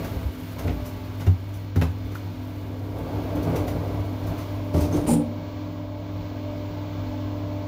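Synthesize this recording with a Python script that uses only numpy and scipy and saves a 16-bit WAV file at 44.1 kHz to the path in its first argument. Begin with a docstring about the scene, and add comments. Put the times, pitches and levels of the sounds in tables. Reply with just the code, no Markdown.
"""A mains hum and a seven-blade ceiling fan drone inside a small steel lift car, through a hand-held phone.
Shaped noise makes the shaft air rush and surge and clothing rustle; short noise bursts click and tap,
and decaying sines knock and boom. Near five seconds layered friction noise scrapes along the car in three
shoves, the last with a bright hiss; then hum and fan carry on, with one last faint knock."""
import sys
import numpy as np
from scipy import signal
from scipy.fft import rfft, irfft, next_fast_len
from scipy.io import wavfile
from scipy.ndimage import uniform_filter1d, minimum_filter1d

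SR = 44100
rng = np.random.default_rng(int(sys.argv[2]) if len(sys.argv) > 2 else 0)


def master(y):
    """Save y as 16-bit WAV."""
    cut = np.clip(np.atleast_2d(y).T, -1, 1)
    pcm = np.round(cut * 32767)  # scale
    wavfile.write(sys.argv[1], SR, pcm.astype(np.int16))


N = 338247
T = np.arange(N) / SR  # time in s

# All source levels are ahead of the phone's gain; colour tables give relative noise density.
# mains hum level over time: time_s, level_db
HUM_LEVEL = [(0.0, -33), (0.15, -39.5), (1.83, -27.5), (2.6, -33), (3.87, -28.5), (5.26, -33),
             (7.67, -31.5)]
# steady fan lines: multiple_of_shaft_rate, level_db
FAN_LINES = [(4, -51), (6, -40.5), (8, -61), (12, -57), (21, -65.5), (27, -63.5)]
# level of the blade tone's octave over time: time_s, level_db
OCTAVE_LEVEL = [(0.0, -67), (0.66, -65), (0.81, -46.5), (2.16, -62), (3.5, -45), (4.34, -46.5), (4.76, -41),
                (5.98, -42.5), (7.67, -42)]
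# air blown by the fan, with the phone's treble hole near 10 kHz: freq_hz, density_db (per Hz)
FAN_AIR_COLOUR = [(30, 0.5), (48, 8.5), (70, 6), (130, -2.5), (205, -2), (400, -2), (680, -9),
                  (1050, -10.5), (1800, -16), (2200, -18), (4400, -22), (7000, -31), (10000, -59),
                  (15000, -25.5)]
# whirr of the fan: freq_hz, density_db (per Hz)
WHIRR_COLOUR = [(150, -45), (400, -2), (520, 2.5), (660, 4.5), (800, -3.5), (1080, 0), (1400, -40),
                (3000, -25), (8000, -41.5)]
# air resonances of the car: centre_hz, width_hz, lift_db
CAR_RESONANCES = [(94.3, 37, 6.5), (165, 23, 11), (255, 28, 6), (296.4, 19.7, 12), (445, 35, 1),
                  (665, 24, 4.5), (874, 12.7, 10.5), (954, 18, 5), (1146, 8.6, 8.5), (1600, 28, 4),
                  (1790, 67, -8.5), (2245, 210, 5.5), (2480, 95, 2.5), (3430, 510, 2.5), (4250, 200, 3)]
# surges of air in the shaft: peak_s, level_db, fall_s (time to fall by 1/e)
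SURGES = [(.03, -34, 0.11), (.24, -37.5, 0.11), (.67, -30.5, 0.11), (2.1, -41, 0.21), (3.12, -27, 0.31),
          (3.541, -23, 0.27), (3.91, -28.5, 0.14), (4.31, -29.5, .12), (5.02, -27.5, 0.2)]
# rush of shaft air: freq_hz, density_db (per Hz)
RUSH_COLOUR = [(30, -30), (65, 4.5), (150, 0), (205, -8), (330, -1), (470, 0), (680, -4), (850, -10.5),
               (1200, -16), (1900, -27), (4000, -40.5), (8000, -47), (15000, -41)]
# low shake of the car in the air: freq_hz, density_db (per Hz)
BUFFET_COLOUR = [(25, -23), (45, -4), (65, 3), (90, -1), (140, -20), (400, -69)]
# rustle levels either side of a brief dip by the phone's noise suppression:
# start_s, end_s, start_level_db, trend_db_per_s
RUSTLE_LEVELS = [(0, 1.65, -48.5, -4.5), (1.78, 5.1, -55.5, 0.5)]
# clothing rustle: freq_hz, density_db (per Hz)
RUSTLE_COLOUR = [(200, -21), (1500, 11.5), (5000, -1.5), (6800, -0.5), (8200, -4.5), (11000, -0.5),
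                 (13000, 4.5), (15000, 3)]
# clicks and scuffs: start_s, clack_db, tick_db, rise_s
CLICKS = [(.04, -37, -42.5, 0.0064), (.58, -32, -42.5, 0.012), (0.673, -29, -54, 0.0076),
          (.845, -44, -43.5, 0.017), (1.19, -35, -47.5, .018), (1.264, -28, -44, 0.0038),
          (1.53, -52, -45, 0.013), (1.758, -23.5, -37, 0.0018), (1.8126, -22, -33, 0.0005),
          (1.82, -21, -38, 0.0017), (2.115, -40, -48, 0.0045), (2.147, -36, -40.5, 0.0045),
          (3.35, -50, -45, 0.0055), (3.422, -48, -43.5, 0.01), (3.551, -32, -38.5, .012),
          (3.668, -33, -40.5, .015), (4.262, -44, -45, 0.01), (4.37, -38, -46.5, 0.021),
          (4.745, -38, -50, 0.0015), (4.8, -36, -37, 0.0069), (5.065, -30, -46, 0.0017)]
# mid clack: freq_hz, density_db (per Hz)
CLACK_COLOUR = [(150, 15.5), (600, 7.5), (1200, 4), (1700, 1), (2300, 0), (3500, -7.5), (6500, -16),
                (9000, -38), (15000, -47)]
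# bright tick: freq_hz, density_db (per Hz)
TICK_COLOUR = [(1000, -12), (3000, -5), (6000, 2), (8200, -5.5), (12000, -0.5), (15000, 1)]
# knocks, and booms of the car rung by the last scrape, levels before rise and decay:
# start_s, boom_db, boom_hz, boom_t60_s, ring_db
KNOCKS = [(0.159, -7, 73, 0.12, -53), (0.245, -3, 70.5, 0.13, -32), (0.641, -9, 88.3, 0.34, -38),
          (.678, -16.5, 58.7, 0.52, -25), (1.2671, 5, 92, 0.23, -17), (1.757, 0, 90.3, 0.23, -13.5),
          (1.815, -3.5, 83, 0.28, -15), (2.031, -19, 63, .33, -44), (3.986, -10.5, 85, 0.16, -48),
          (4.74, -8, 82, 0.43, -32), (5.075, -8.5, 236.3, 0.61, -36), (5.111, -8, 162.7, 0.33, -21),
          (5.14, -6.5, 290.4, 0.32, -38), (6.95, -29, 47.6, .55, -61)]
# wall panel modes before detuning: mode_hz, level_db (relative), t60_s
PANEL_MODES = [(157, 0, 0.27), (234, -2.5, 0.11), (253, -2.5, 0.19), (325.6, -7.5, 0.17),
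               (416.6, -7.5, 0.158), (480, -25, 0.067), (638, -23, 0.13), (777, -20, 0.35),
               (948, -25, 0.22), (1055, -20, 0.14)]
# small taps, squeaks, and car resonances rung by the last scrape:
# start_s, centre_hz, width_hz, level_db, t60_s
TAPS = [(0.68, 2220, 700, -37.5, 0.21), (1.813, 1890, 1590, -26, 0.06), (1.822, 1120, 200, -30, 0.14),
        (2.152, 1400, 400, -34, 0.11), (4.806, 8300, 200, -47, .2), (4.924, 6300, 350, -44, .3),
        (5.09, 846, 90, -26, 0.5), (5.108, 505, 60, -23.5, 0.52)]
# scrapes: start_s, rise_s, hold_s, body_t60_s, body_db, grit_db, hiss_db, groan_db
SCRAPES = [(4.731, 0.017, 0.091, 0.55, -20.5, -38, -64, -33.5),
           (4.906, 0.034, 0.033, 0.66, -21, -39.5, -52.5, -67),
           (5.064, 0.021, 0.046, 0.28, -22, -35, -31, -33)]
# body of the scrape: freq_hz, density_db (per Hz)
SCRAPE_COLOUR = [(35, 1), (110, 7), (205, -2.5), (320, 4), (520, -2.5), (700, -7), (870, -10.5),
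                 (1400, -21), (3000, -60), (8000, -63)]
# grit of the scrape: freq_hz, density_db (per Hz)
GRIT_COLOUR = [(700, 10.5), (1750, 2), (2250, 4.5), (3500, 0.5), (6000, 1.5), (8000, -7), (11000, -6.5),
               (15000, -3.5)]
# hiss of bare metal: freq_hz, density_db (per Hz)
HISS_COLOUR = [(3000, -21), (6200, -24), (7200, -2.5), (7900, -4), (8900, -1.5), (9700, -0.5), (10800, -7),
               (15000, -19)]
# thin metal rings in the hiss: centre_hz, width_hz, lift_db
METAL_RINGS = [(6970, 160, 6), (8800, 60, 10), (8900, 60, 4), (9100, 80, 12), (9384, 60, 1), (9600, 70, 11)]

HUM_HZ, SHAFT_HZ = 100.0, 42.54
# fan levels in the open
BLADE_DB, AIR_DB, WHIRR_DB = -36.5, -36, -43.5
# a body screens the fan until the phone swings clear: middle and length of the swing, then the losses
CLEAR_S, SWING_S = 2.76, 1.9
BLADE_SCREEN_DB, WHIRR_SCREEN_DB, AIR_SCREEN_DB = -6.5, -10, -0.47
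BUFFET_DB = -32  # at the strongest moment of the rush
RUSTLE_T60_S, RUSTLE_PATCHY_DB, RUSTLE_PATCH_RATE = 0.4, 0.9, 8.3  # fade, level spread, changes per s
# a softer contact dies more slowly: t60 of a hard click, extra t60 per second of rise
CLICK_T60_S, CLICK_LINGER = 0.047, 5.1
BOOM_RISE_S, RING_RISE_S = 0.03, 0.0083
# phone gain: threshold, dB of cut per dB over it
GAIN_THRESHOLD_DB, GAIN_SLOPE = -27, 0.21
# phone gain timing: hold, fall of the held level (dB per s), averaging time
GAIN_HOLD_S, GAIN_RELEASE_DB_S, GAIN_WINDOW_S = 0.88, 10, 0.022
BASS_CUT_HZ, TOP_HZ = 33, 15500


def undb(db):
    """Decibels to gain."""
    return 10 ** (np.asarray(db) / 20)


def unit(x):
    """Scale to rms 1."""
    return x / np.sqrt(np.mean(x ** 2))


def curve(rows):
    """Gain over time from a table of time_s, level_db."""
    return undb(np.interp(T, *np.transpose(rows)))


def walk(rate):
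    """Smooth random drift of rms 1, with rate new values per second."""
    step = int(SR / rate)
    steps = np.repeat(rng.standard_normal(N // step + 1), step)
    smooth = uniform_filter1d(uniform_filter1d(steps, step), step)
    return unit(smooth[:N])


def decay(t, t60):
    """Exponential decay by 60 dB in t60 seconds."""
    return np.exp(-np.log(1000) * t / t60)


def fade(start, t60):
    """Level 1 until start, then an exponential decay, cut off after two t60."""
    return decay(np.clip(T - start, 0, 2 * t60), t60) * (T < start + 2 * t60)


def attack(start, rise):
    """Straight rise from 0 to 1."""
    return np.clip((T - start) / rise, 0, 1)


def colour(x, points, peaks=()):
    """Give x a smooth spectrum with resonances on top; rms 1."""
    f = np.maximum(np.arange(N + 1) * SR / (2 * N), 1)
    hz, db = np.transpose(points)
    shape_db = np.interp(np.log(f), np.log(hz), db)
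    for centre, width, lift in peaks:
        shape_db = shape_db + lift / (1 + (2 * (f - centre) / width) ** 2)
    size = next_fast_len(N, real=True)
    bins_hz = np.arange(size // 2 + 1) * SR / size
    gain = np.interp(bins_hz, f, undb(shape_db))
    return unit(irfft(rfft(x, size) * gain, size)[:N])


def noise():
    """White noise."""
    return rng.standard_normal(N)


def grains(rate, spread_db):
    """Friction: noise that catches and slips many times a second."""
    return noise() * undb(spread_db * walk(rate))


def tone(hz, waver, flutter_db):
    """A line whose phase (waver in radians) and level drift as the reflections in the car shift."""
    phase = 2 * np.pi * hz * T + waver * walk(3.12)
    return np.sqrt(2) * np.sin(phase) * undb(flutter_db * walk(9))


def cabin(x, wet_db, t60):
    """Add dense early reflections between close steel walls, as a decaying noise tail."""
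    t = T[:SR // 2]
    tail = rng.standard_normal(len(t)) * decay(t, t60) * np.minimum(t / 0.0032, 1)
    tail = tail / np.sqrt(np.sum(tail ** 2))
    return x + undb(wet_db) * signal.fftconvolve(x, tail)[:N]


def hum():
    """Iron buzzing at twice the mains frequency, its level drifting."""
    return curve(HUM_LEVEL) * tone(HUM_HZ, waver=0.088, flutter_db=0.5)


def fan():
    """Blade tone and octave, weaker shaft lines, and blown air that whirrs and rings the car."""
    blade_hz = 7 * SHAFT_HZ  # seven blades pass per turn
    screened = np.clip(0.5 - (T - CLEAR_S) / SWING_S, 0, 1)
    blade_level = undb(BLADE_DB + BLADE_SCREEN_DB * screened)
    air_level = undb(AIR_DB + AIR_SCREEN_DB * screened)
    whirr_level = undb(WHIRR_DB + WHIRR_SCREEN_DB * screened)

    blades = blade_level * tone(blade_hz, waver=0.45, flutter_db=0.5)
    octave = curve(OCTAVE_LEVEL) * tone(2 * blade_hz, waver=0.3, flutter_db=2.0)
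    lines = sum(undb(db) * tone(k * SHAFT_HZ, waver=0.32, flutter_db=2.5) for k, db in FAN_LINES)
    blown = colour(cabin(noise(), wet_db=-6.5, t60=0.24), FAN_AIR_COLOUR, CAR_RESONANCES)
    air = blown * undb(1.07 * walk(5.2))
    whirr = colour(grains(40, spread_db=0.6), WHIRR_COLOUR, CAR_RESONANCES)
    return blades + octave + lines + air_level * air + whirr_level * whirr


def airflow():
    """Strength of the rush: each surge grows and dies at the same rate, and their powers add."""
    surges = [undb(db) * np.exp(-np.abs(T - peak) / fall) for peak, db, fall in SURGES]
    return np.sqrt(sum(surge ** 2 for surge in surges))


def shaft():
    """Air and guide shoes rush along the shaft, swell midway and die away after the scrapes."""
    return colour(grains(45, spread_db=1.2), RUSH_COLOUR, CAR_RESONANCES) * airflow()


def buffeting():
    """Air squeezed past the car shakes it; this grows faster than the rush itself."""
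    rush = airflow()
    strength = (rush / rush.max()) ** 1.3
    return undb(BUFFET_DB) * colour(noise(), BUFFET_COLOUR) * strength


def clothing():
    """A soft, fine and patchy rustle close to the microphone, briefly ducked by the phone."""
    level = 0
    for start, end, db, trend in RUSTLE_LEVELS:
        level = level + (T >= start) * undb(db + trend * (T - start)) * fade(end, RUSTLE_T60_S)
    patches = undb(RUSTLE_PATCHY_DB * walk(RUSTLE_PATCH_RATE))
    return colour(grains(110, spread_db=1.6), RUSTLE_COLOUR) * level * patches


def clicks():
    """Loose fittings chatter or scuff: a mid clack and a bright tick that rise and die together."""
    clack_level, tick_level = 0, 0
    for start, clack_db, tick_db, rise in CLICKS:
        shape = attack(start, rise) * fade(start + rise, CLICK_T60_S + CLICK_LINGER * rise)
        clack_level = clack_level + undb(clack_db) * shape
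        tick_level = tick_level + undb(tick_db) * shape
    clack = clack_level * colour(grains(700, spread_db=1.0), CLACK_COLOUR)
    tick = tick_level * colour(grains(900, spread_db=1.5), TICK_COLOUR)
    return cabin(clack + tick, wet_db=0.0, t60=0.24)


def knocks():
    """Each knock or shove swells into a boom of the car's shell and rings the wall panels."""
    out = np.zeros(N + SR)
    t = T[:SR]
    # each row finds each panel mode slightly off its nominal pitch
    detune = 1 + 0.019 * rng.standard_normal((len(KNOCKS), len(PANEL_MODES)))
    for (start_s, boom_db, boom_hz, t60, ring_db), ratios in zip(KNOCKS, detune):
        boom = np.sin(2 * np.pi * boom_hz * t) * (1 - np.exp(-t / BOOM_RISE_S)) * decay(t, t60)
        ring = 0
        for k, (mode_hz, db, mode_t60) in enumerate(PANEL_MODES):
            mode = np.sin(2 * np.pi * mode_hz * ratios[k] * t) * decay(t, mode_t60)
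            ring = ring + (-1) ** k * undb(db) * mode  # neighbours start in opposite directions
        ring = ring * (1 - np.exp(-t / RING_RISE_S))
        start = int(start_s * SR)
        out[start:start + SR] += undb(boom_db) * boom + undb(ring_db) * ring
    return out[:N]


def taps():
    """Small taps, squeaks, and car resonances rung by the last scrape, each one narrow band of noise."""
    out = 0
    for start, hz, width, db, t60 in TAPS:
        edges = [hz - width / 2, hz + width / 2]
        band = signal.butter(2, edges, "bandpass", fs=SR, output="sos")
        ring = unit(signal.sosfilt(band, noise()))
        out = out + undb(db) * ring * attack(start, 0.0019) * fade(start, t60)
    return out


def scrapes():
    """Sliding contact judders the car; it groans, grits, and hisses where bare metal rubs."""
    body = colour(grains(90, spread_db=1.3), SCRAPE_COLOUR, CAR_RESONANCES)
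    grit = colour(grains(200, spread_db=1.5), GRIT_COLOUR)
    hiss = colour(grains(150, spread_db=-1.5), HISS_COLOUR, METAL_RINGS)
    groan = tone(596, waver=0.27, flutter_db=-1.0)
    out = 0
    for start, rise, hold, t60, body_db, grit_db, hiss_db, groan_db in SCRAPES:
        tail = fade(start + rise + hold, t60)
        low = undb(body_db) * body + undb(groan_db) * groan
        treble = undb(grit_db) * grit + undb(hiss_db) * hiss
        # the treble dies sooner than the body
        out = out + attack(start, rise) * (tail * low + tail ** 1.31 * treble)
    return out


def gain_control(x):
    """Loud moments quickly turn the gain down; it stays there a while, then creeps back."""
    keep = np.exp(-1 / (GAIN_WINDOW_S * SR))
    power = signal.lfilter([1 - keep], [1, -keep], x ** 2)
    level_db = 10 * np.log10(power + 1e-12)
    # hold the loudest level of the recent past
    hold = int(GAIN_HOLD_S * SR)
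    peak_db = -minimum_filter1d(-level_db, hold, origin=(hold - 1) // 2, mode="nearest")
    # then let it fall at a steady rate
    fall_db = GAIN_RELEASE_DB_S * T
    held_db = np.maximum.accumulate(peak_db + fall_db, axis=-1) - fall_db
    return x * undb(-GAIN_SLOPE * np.maximum(held_db - GAIN_THRESHOLD_DB, 0))


def scene():
    """All sources at one microphone."""
    steady = hum() + fan()
    moving_air = shaft() + buffeting()
    contacts = clothing() + clicks() + knocks() + taps() + scrapes()
    return (steady + moving_air + contacts)[None]


def record(dry):
    """The phone drops the deepest bass, rides its gain and cuts the top."""
    bass_cut = signal.butter(4, BASS_CUT_HZ, "highpass", fs=SR, output="sos")
    top_cut = signal.ellip(10, 0.2, 80, TOP_HZ, fs=SR, output="sos")
    return signal.sosfilt(top_cut, gain_control(signal.sosfilt(bass_cut, dry)))


dry = scene()
out = record(dry)
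master(out)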